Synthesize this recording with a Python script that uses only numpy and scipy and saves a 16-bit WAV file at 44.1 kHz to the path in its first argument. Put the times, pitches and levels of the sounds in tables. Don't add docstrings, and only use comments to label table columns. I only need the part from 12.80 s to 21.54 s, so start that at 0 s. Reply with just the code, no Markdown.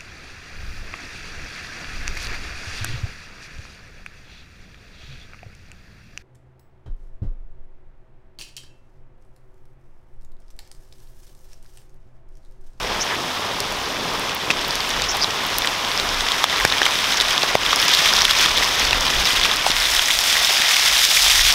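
import sys
import numpy as np
from scipy import signal
from scipy.fft import rfft, irfft
from scipy.io import wavfile
from scipy.ndimage import uniform_filter1d

SR = 44100
rng = np.random.default_rng(int(sys.argv[2]) if len(sys.argv) > 2 else 0)


def nominal_scale(level):
    x = np.asarray(level, float) / 20
    return 10 ** x


def wrap_up_sound(samples):
    columns = np.atleast_2d(samples).T
    tamed = np.clip(columns, -1, 1)
    steps = np.round(tamed * 32767).astype(np.int16)
    wavfile.write(sys.argv[1], SR, steps)


N = 385434

# start_s, vigour_db, bubble coarseness_db
BOIL = [(0.0, -29.5, 0.5), (0.36, -28, 0.5), (0.61, -29.5, -0.5), (1.5, -29, 0.5), (1.97, -25.5, -0.5),
        (2.99, -24.5, 0), (3.87, -22, 0), (4.43, -20.5, 0.5), (4.8, -22.5, 0), (5.1, -16, 1),
        (5.38, -15, 2.5), (6.13, -21, 0), (6.5, -18.5, 0), (6.9, -22.5, -0.5), (7.45, -17, -1.5),
        (7.9, -15.5, 2), (8.4, -13, -1.5), (8.74, -13.5, 0.5)]
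# pitch_hz, width_hz, level_db
PAN_MODES = [(1000, 300, -4), (2100, 500, -3), (3500, 600, 0), (5300, 700, -4)]
ABOVE_S, ABOVE_CRACKLE_DB = 6.92, -2.5


def rms_one(x):
    return x / np.sqrt(np.mean(x ** 2) + 1e-20)


def peak_one(x):
    return x / (np.abs(x).max() + 1e-12)


def after(s):
    return np.clip((np.arange(N) / SR - s) / .05, 0, 1)


def in_time(rows):
    s, *columns = np.transpose(rows)
    return [np.interp(np.arange(N) / SR, s, column) for column in columns]


def add(out, s, sound):
    i = round(s * SR)
    out[i:i + len(sound)] += sound[:N - i]


def drift(rate):
    r = np.exp(-40 * np.pi * rate / SR)
    noise = rng.standard_normal(N // 20 + 4002)
    slow = signal.lfilter([1], [1, -2 * r, r * r], noise)[4000:]
    return np.interp(np.arange(N) / 20, np.arange(len(slow)), rms_one(slow))


def resonate(x, hz, width_hz):
    r = np.exp(-np.pi * width_hz / SR)
    feedback = [1, -2 * r * np.cos(2 * np.pi * hz / SR), r * r]
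    return signal.lfilter([(1 - r * r) / 2, 0, (r * r - 1) / 2], feedback, x)


def colour(x, spectrum):
    hz, db = np.transpose(spectrum)
    size = 4096
    bins_hz = np.fft.rfftfreq(size, 1 / SR)
    gain_db = np.interp(np.log(bins_hz + 1), np.log(hz), db, -80, -80)
    cepstrum = irfft(np.log(nominal_scale(gain_db)))
    cepstrum[1:size // 2] *= 2
    cepstrum[size // 2 + 1:] = 0
    response = irfft(np.exp(rfft(cepstrum)))
    return rms_one(signal.fftconvolve(x, response)[:N])


def bursts(per_s, spread_db, clump_db):
    sizes = nominal_scale(spread_db * np.minimum(rng.exponential(1, N), 3.8)) * rng.choice([-1, 1], N)
    crowding = nominal_scale(clump_db * (drift(9) + .7 * drift(45)))
    born = rng.random(N) < per_s * crowding / SR
    return rms_one(sizes * born)


def bubbles(clicks, low_hz, high_hz, cycles, count):
    dealt = rng.integers(0, count, N)
    out = np.zeros(N)
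    for k, hz in enumerate(np.geomspace(low_hz, high_hz, count)):
        out += resonate(clicks * (dealt == k) + 1e-18, hz, 1.81 * hz / cycles)
    return rms_one(out)


def frying():
    # pitch_hz, level_db per Hz
    sizzle_colour = [(800, -22), (1200, -5), (1600, -1), (2100, -0.5), (2600, -1), (3050, 0), (3520, 2),
                     (4000, -2.5), (4400, -4), (5350, -2.5), (6300, -9), (7500, -23.5), (9500, -37)]
    gurgle_colour = [(290, -50), (500, -10), (660, -2.5), (879, -1), (1010, 2.5), (1250, -1.5), (1600, -12),
                     (2080, -28), (3520, -120)]
    spray_colour = [(3800, -8), (6500, -4), (7600, -6.5), (10000, -9.5), (14000, -12.5), (16500, -20)]
    # pitch_hz, width_hz, share added
    above_bowl = [(2000, 490, 0.24), (1030, 170, -0.23), (730, 210, .3), (3600, 460, 0.15)]
    above = after(ABOVE_S)
    sizzle_db, coarse_db = in_time(BOIL)
    body_db = np.minimum(2, -20 - sizzle_db) + coarse_db
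    gurgle_db = -27 + 0.4 * (sizzle_db + body_db + 20.5) + 0.27 * coarse_db - 2 * above
    spray_db = sizzle_db - 12 - 0.64 * coarse_db + 3.5 * above

    shrimp_in_s, plain_per_s, loaded_per_s = 1.5, 4800, 3000
    per_s = plain_per_s + (loaded_per_s - plain_per_s) * after(shrimp_in_s)
    fizz = bursts(per_s, spread_db=2.5, clump_db=1.76)
    hiss = rng.standard_normal(N)
    crackle = bursts(per_s / 14, spread_db=4.5, clump_db=3.0)
    crackle_db = np.clip(sizzle_db + 19.5, -8, 1.5) + ABOVE_CRACKLE_DB * after(ABOVE_S + 0.49)
    crackle = crackle * nominal_scale(crackle_db)

    rings = bubbles(fizz, 1206, 6600, cycles=6.8, count=16)
    rings = rings + 0.41 * bubbles(crackle, 1124, 6800, cycles=11.0, count=8)
    sizzle = colour(rings + 0.2 * crackle + 1.33 * hiss, sizzle_colour)
    body = signal.sosfiltfilt(signal.butter(2, 2900, fs=SR, output="sos"), sizzle)
    sizzle = sizzle + (nominal_scale(body_db) - 1) * body

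    droplets = bursts(per_s, spread_db=-0.5, clump_db=1.36)
    spray = colour(0.89 * droplets + 0.5 * crackle + 0.28 * hiss, spray_colour)
    large = bursts(per_s / 5, spread_db=1.0, clump_db=2.5)
    large_rings = bubbles(large, 455, 1810, cycles=6.5, count=8)
    gurgle = colour(large_rings + 0.99 * crackle + 1.83 * hiss, gurgle_colour)

    surge_db = 1.57 * drift(26) * np.clip((sizzle_db + 25.0) / 8, 0, 1)
    surge_db = surge_db * (1 - .4 * after(ABOVE_S + .3))
    boil = nominal_scale(sizzle_db - 0.49 + surge_db) * sizzle + nominal_scale(gurgle_db - 2.22) * gurgle
    bowl = sum(share * resonate(boil, hz, width_hz) for hz, width_hz, share in above_bowl)
    return boil + above * bowl + nominal_scale(spray_db - 0.5 + 1.4 * surge_db) * spray


def burst(noise, hz, splash_ms):
    t = np.arange(len(noise)) / SR
    splash = noise * np.exp(-t / (max(splash_ms, .2) * .0013))
    splash[0] = np.sign(noise[0]) * 5
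    bubble = resonate(splash, hz, 0.095 * hz + 150)
    pan = sum(nominal_scale(db) * resonate(splash, mode_hz, width_hz) for mode_hz, width_hz, db in PAN_MODES)
    dull = signal.butter(2, 6800, fs=SR, output="sos")
    return splash, peak_one(signal.sosfilt(dull, bubble + .25 * pan))


def pops():
    # peak_s, peak_db, ring pitch_hz
    pop_rows = [(0.8034, -8, 4740), (1.7039, -2, 2650), (1.711, -3, 2400), (1.9082, -5, 4800),
                (2.2203, -3, 4460), (2.4439, -3, 3940), (2.8471, -7, 1940), (2.8731, -3, 3730),
                (3.1988, -2, 3810), (3.487, -2, 2710), (3.5194, -1, 3530), (3.642, 3, 3500),
                (3.8509, 3, 1890), (3.9237, 0, 3730), (4.0174, -1, 1700), (4.0314, -1, 3320),
                (4.0558, -1, 3140), (4.0644, 1, 1400), (4.4018, 2, 3770), (4.4109, 1, 3660),
                (4.579, 1, 3290), (4.6319, 2, 3730), (4.7532, 5, 650), (4.9307, -3, 1180),
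                (5.6609, 0, 3320), (6.1096, -1, 3340), (6.1303, 2, 2650), (6.6542, 0, 1250),
                (6.8661, -3, 850), (7.1941, 1, 3230)]
    out = np.zeros(N)
    high = signal.butter(2, 6500, "high", fs=SR, output="sos")
    for (s, db, hz), noise in zip(pop_rows, rng.standard_normal((len(pop_rows), 1300))):
        splash, ring = burst(noise, hz, splash_ms=1)
        thump_db = -2 - 9 * max(np.log2(hz / 1500), 0)
        thump = peak_one(resonate(splash, 1350, 1000))
        crack = peak_one(signal.sosfilt(high, splash))
        pop = ring + nominal_scale(thump_db) * thump + nominal_scale(-21) * crack
        add(out, s - np.abs(ring).argmax() / SR, nominal_scale(db - 1.2) * pop)
    return out


def spits():
    # peak_s, peak_db, ring pitch_hz
    spit_rows = [(1.4951, -8, 2670), (1.7376, -8, 1100), (2.1046, -7, 5450), (2.1985, -8, 1810),
                 (2.6518, -7, 3400), (2.7847, -5, 4890), (2.821, -6, 3530), (3.1168, -4, 3750),
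                 (3.1764, -5, 5210), (3.4082, -3, 3490), (3.466, -5, 1810), (3.801, -4, 1890),
                 (3.9827, -4, 3270), (4.109, -4, 3510), (4.1556, -4, 3640), (4.2429, -4, 3140),
                 (4.3727, -1, 5530), (4.6201, -2, 2410), (7.8206, -1, 1890), (1.8483, -8, 4300),
                 (1.9548, -5, 4460), (6.0517, -2, 4840), (6.2668, -1, 3170), (1.7925, -9, 3300),
                 (6.614, -2, 3750), (6.6373, -3, 3660), (6.9051, -1, 3510), (6.9168, 0, 3680),
                 (6.966, -3, 2760), (7.055, -2, 3600),
                 (2.0047, -10, 4500), (2.1116, -10, 3470), (2.1753, -10, 1060), (2.5075, -8, 3120),
                  (3.0486, -7, 3120), (3.2911, -6, 5120), (3.5846, -7, 1060), (3.6985, -7, 3750),
                  (3.7072, -8, 3600), (3.7277, -7, 1890), (3.7619, -6, 3900), (3.81, -5, 1770),
                  (3.9013, -5, 3770), (4.1895, -5, 3470), (4.3225, -6, 3600), (4.3344, -5, 3360),
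                  (4.4199, -4, 3490), (4.5109, -5, 3170), (4.6896, -6, 3250), (4.8339, -6, 3080),
                  (4.8519, -6, 3600), (4.8635, -4, 3230), (4.908, -5, 3600), (4.9605, -4, 5250),
                  (5.0276, -1, 3320)]
    heap_in_s, strays = 5.05, 40
    vigour_db = in_time(BOIL)[0]
    stray_s = rng.uniform(heap_in_s, N / SR - .02, strays)
    stray_hz = rng.choice(np.array(PAN_MODES)[:, 0], strays, p=[0, .15, .7, .15])
    stray_hz = stray_hz * np.exp(rng.normal(0, .07, strays))
    stray_db = -6 + (vigour_db[(stray_s * SR).astype(int)] + 21) + rng.exponential(1, strays)
    stray_db = stray_db + ABOVE_CRACKLE_DB * (stray_s > ABOVE_S)

    out = np.zeros(N)
    rows = spit_rows + list(zip(stray_s, stray_db, stray_hz))
    for (s, db, hz), noise in zip(rows, rng.standard_normal((len(rows), 500))):
        splash, ring = burst(noise, hz, splash_ms=0.53)
        add(out, s - np.abs(ring).argmax() / SR, nominal_scale(db - 1.5) * (ring + .04 * splash))
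    return out


def rushes():
    # start_s, length_s, level_db, centre pitch_hz, width_hz
    rush_rows = [
        (0.298, 0.065, -27, 1820, 600),
        (1.702, 0.021, -21.5, 2500, 3000),
        (1.49, .015, -32, 1200, 3000),
        (2.235, .02, -24, 3220, 2000),
        (4.051, 0.01, -23, 3470, 6000),
        (4.409, 0.016, -19.5, 4640, 3830),
        (6.86, 0.054, -22.5, 3480, 3980),
    ]
    out = np.zeros(N)
    crackle = bursts(9000, spread_db=2.5, clump_db=1.0)
    for s, length_s, db, hz, width_hz in rush_rows:
        i, n = round(s * SR), round(length_s * SR)
        shape = np.sin(np.pi * np.linspace(0, 1, n) ** .7) ** .6
        band = resonate(resonate(crackle[i:i + n], hz, width_hz), hz, 2 * width_hz)
        add(out, s, nominal_scale(db) * shape * rms_one(band))
    return out


def snaps():
    # start_s, peak_db, centre pitch_hz
    snap_rows = [(0.803, 2, 7750), (0.9223, -6, 7000), (1.335, -13, 8700), (1.395, -5, 7700),
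                 (1.5474, 1, 13200), (1.8133, -11, 7340), (1.8804, -6, 12800), (1.954, 1, 7360),
                 (2.0905, -8, 8400), (2.368, -2, 7540), (2.6644, -4, 12400), (2.783, 8.5, 12300),
                 (2.8574, -3, 7170), (3.6402, 0, 7700), (3.7995, -4, 8000), (3.8493, 7, 8200),
                 (4.0532, -6, 7300), (4.4094, -14, 7000), (4.9584, 6, 7560), (5.015, 1, 7250),
                 (5.05, -4, 8700), (6.1085, -15, 7100), (6.2536, -1, 10800), (6.76, 0, 8350),
                 (6.8718, -3, 11000), (6.915, -6, 11000), (6.9845, -17.5, 8970), (7.1122, 0, 7290),
                 (7.1466, -3, 9000), (7.4041, 3, 7350)]
    lag_s = .0012
    out, t = np.zeros(N), np.arange(500) / SR
    for (s, db, hz), noise in zip(snap_rows, rng.standard_normal((len(snap_rows), len(t)))):
        click = noise * (np.exp(-t / .0005) + .15 * np.exp(-t / .003))
        add(out, s + lag_s, nominal_scale(db - 11.5) * peak_one(resonate(click, hz, 4800)))
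    return out


def thuds():
    # start_s, peak_db, pitch_hz, width_hz
    thud_rows = [(1.7, -9, 510, 530), (3.6417, 5.5, 1010, 960), (3.8499, 3.5, 570, 770),
                 (3.851, -5, 128, 158), (4.635, -5, 600, 440), (4.7537, 0, 1150, 640),
                 (4.7535, -4, 610, 320), (4.0178, -2.5, 700, 900), (1.705, -14, 160, 220),
                 (7.8, -21, 180, 170), (4.753, -8, 100, 220), (5.659, -21, 120, 100),
                 (6.9, -10.5, 250, 300)]
    out = np.zeros(N)
    for s, db, hz, width_hz in thud_rows:
        push = np.zeros(1500)
        push[:12] = -np.hanning(12)
        add(out, s, nominal_scale(db) * peak_one(resonate(push, hz, width_hz)))
    return out


def bird():
    # start_s, length_s, start pitch_hz, end pitch_hz, level_db
    trills = [
        (0.199, .037, 4950, 6200, -26),
        (2.284, .036, 5100, 6400, -22.5),
        (2.406, .042, 4700, 5500, -21),
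    ]
    warble_hz, warble_depth_hz = 148.3, 600
    out = np.zeros(N)
    for s, length_s, start_hz, end_hz, db in trills:
        t = np.arange(round(length_s * SR)) / SR
        warble = np.sin(2 * np.pi * warble_hz * t)
        hz = start_hz + (end_hz - start_hz) * np.sin(2.4 * t / length_s)
        hz = hz + warble_depth_hz * (warble + 0.43 * drift(330)[:len(t)])
        shape = np.sqrt(np.sin(np.pi * t / length_s)) * (1 - .6 * warble)
        shape = shape * nominal_scale(3 * drift(90)[:len(t)])
        add(out, s, nominal_scale(db) * np.sqrt(2) * shape * np.sin(2 * np.pi * np.cumsum(hz) / SR))
    return out + .25 * np.roll(out, 190) + .15 * np.roll(out, 430)


def fire():
    # pitch_hz, level_db per Hz
    fire_colour = [(47, -32), (80, -4), (231, -4), (280, -2), (339, -4), (399, -1), (700, -4.5),
                   (910, -9.5), (1540, -120)]
    t = np.arange(N) / SR
    above = after(ABOVE_S)
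    level_db = -35 - 0.27 * t - 2.5 * above * (1 + 0.74 * (t - ABOVE_S))
    flicker_db = 0.73 * drift(24) + 0.94 * drift(3)
    crackling = (0.98 - 0.38 * above) * bursts(400, spread_db=0.0, clump_db=2.8)
    roar = colour(rng.standard_normal(N) + crackling, fire_colour)
    return nominal_scale(level_db + 1.5 + flicker_db) * roar


def wind():
    # peak_s, length_s, level_db
    gusts = [(0.14, .15, -37), (3.31, 0.29, -34), (4.45, .15, -39), (5.452, 0.19, -31), (5.77, .2, -33),
             (6.163, 0.27, -26), (6.387, 0.1, -24), (6.6, .15, -32), (7.15, 0.47, -35.5), (7.5, 0.092, -42),
             (8.62, 0.29, -25.5), (2.77, .15, -40), (3.85, .1, -34), (2.21, .15, -37)]
    t = np.arange(N) / SR
    push = nominal_scale(-41 + 3 * drift(2.5))
    for s, length_s, db in gusts:
        push = push + nominal_scale(db) * np.exp(-(2 * (t - s) / length_s) ** 2)
    low = signal.butter(2, [20, 50], "band", fs=SR, output="sos")
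    rumble = rms_one(signal.sosfilt(low, rng.standard_normal(N)))
    return nominal_scale(-3.5) * push * rumble


def scene():
    fat = frying() + pops() + spits() + rushes() + snaps()
    return (fat + thuds() + bird() + fire() + wind())[None]


def top_cut(x):
    return signal.sosfilt(signal.butter(12, 16690, fs=SR, output="sos"), x)


def record(dry):
    t = np.arange(N) / SR
    loudness = uniform_filter1d(np.abs(dry[0]), size=40)
    over_db = np.maximum(20 * np.log10(loudness + 1e-9) + 9.0, 0)
    release_db = 230
    held_db = np.maximum.accumulate(over_db + release_db * t) - release_db * t
    r = np.exp(-1 / (0.021 * SR))
    x = dry * nominal_scale(-1.3 * signal.lfilter([1 - r], [1, -r], held_db))
    clipped = x / (1 + (np.abs(x) / .88) ** 6) ** (1 / 6)
    below_cutoff = np.fft.rfftfreq(N, 1 / SR) < 15760
    return top_cut(irfft(rfft(clipped) * below_cutoff, N))


dry = scene()
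out = record(dry)
wrap_up_sound(out)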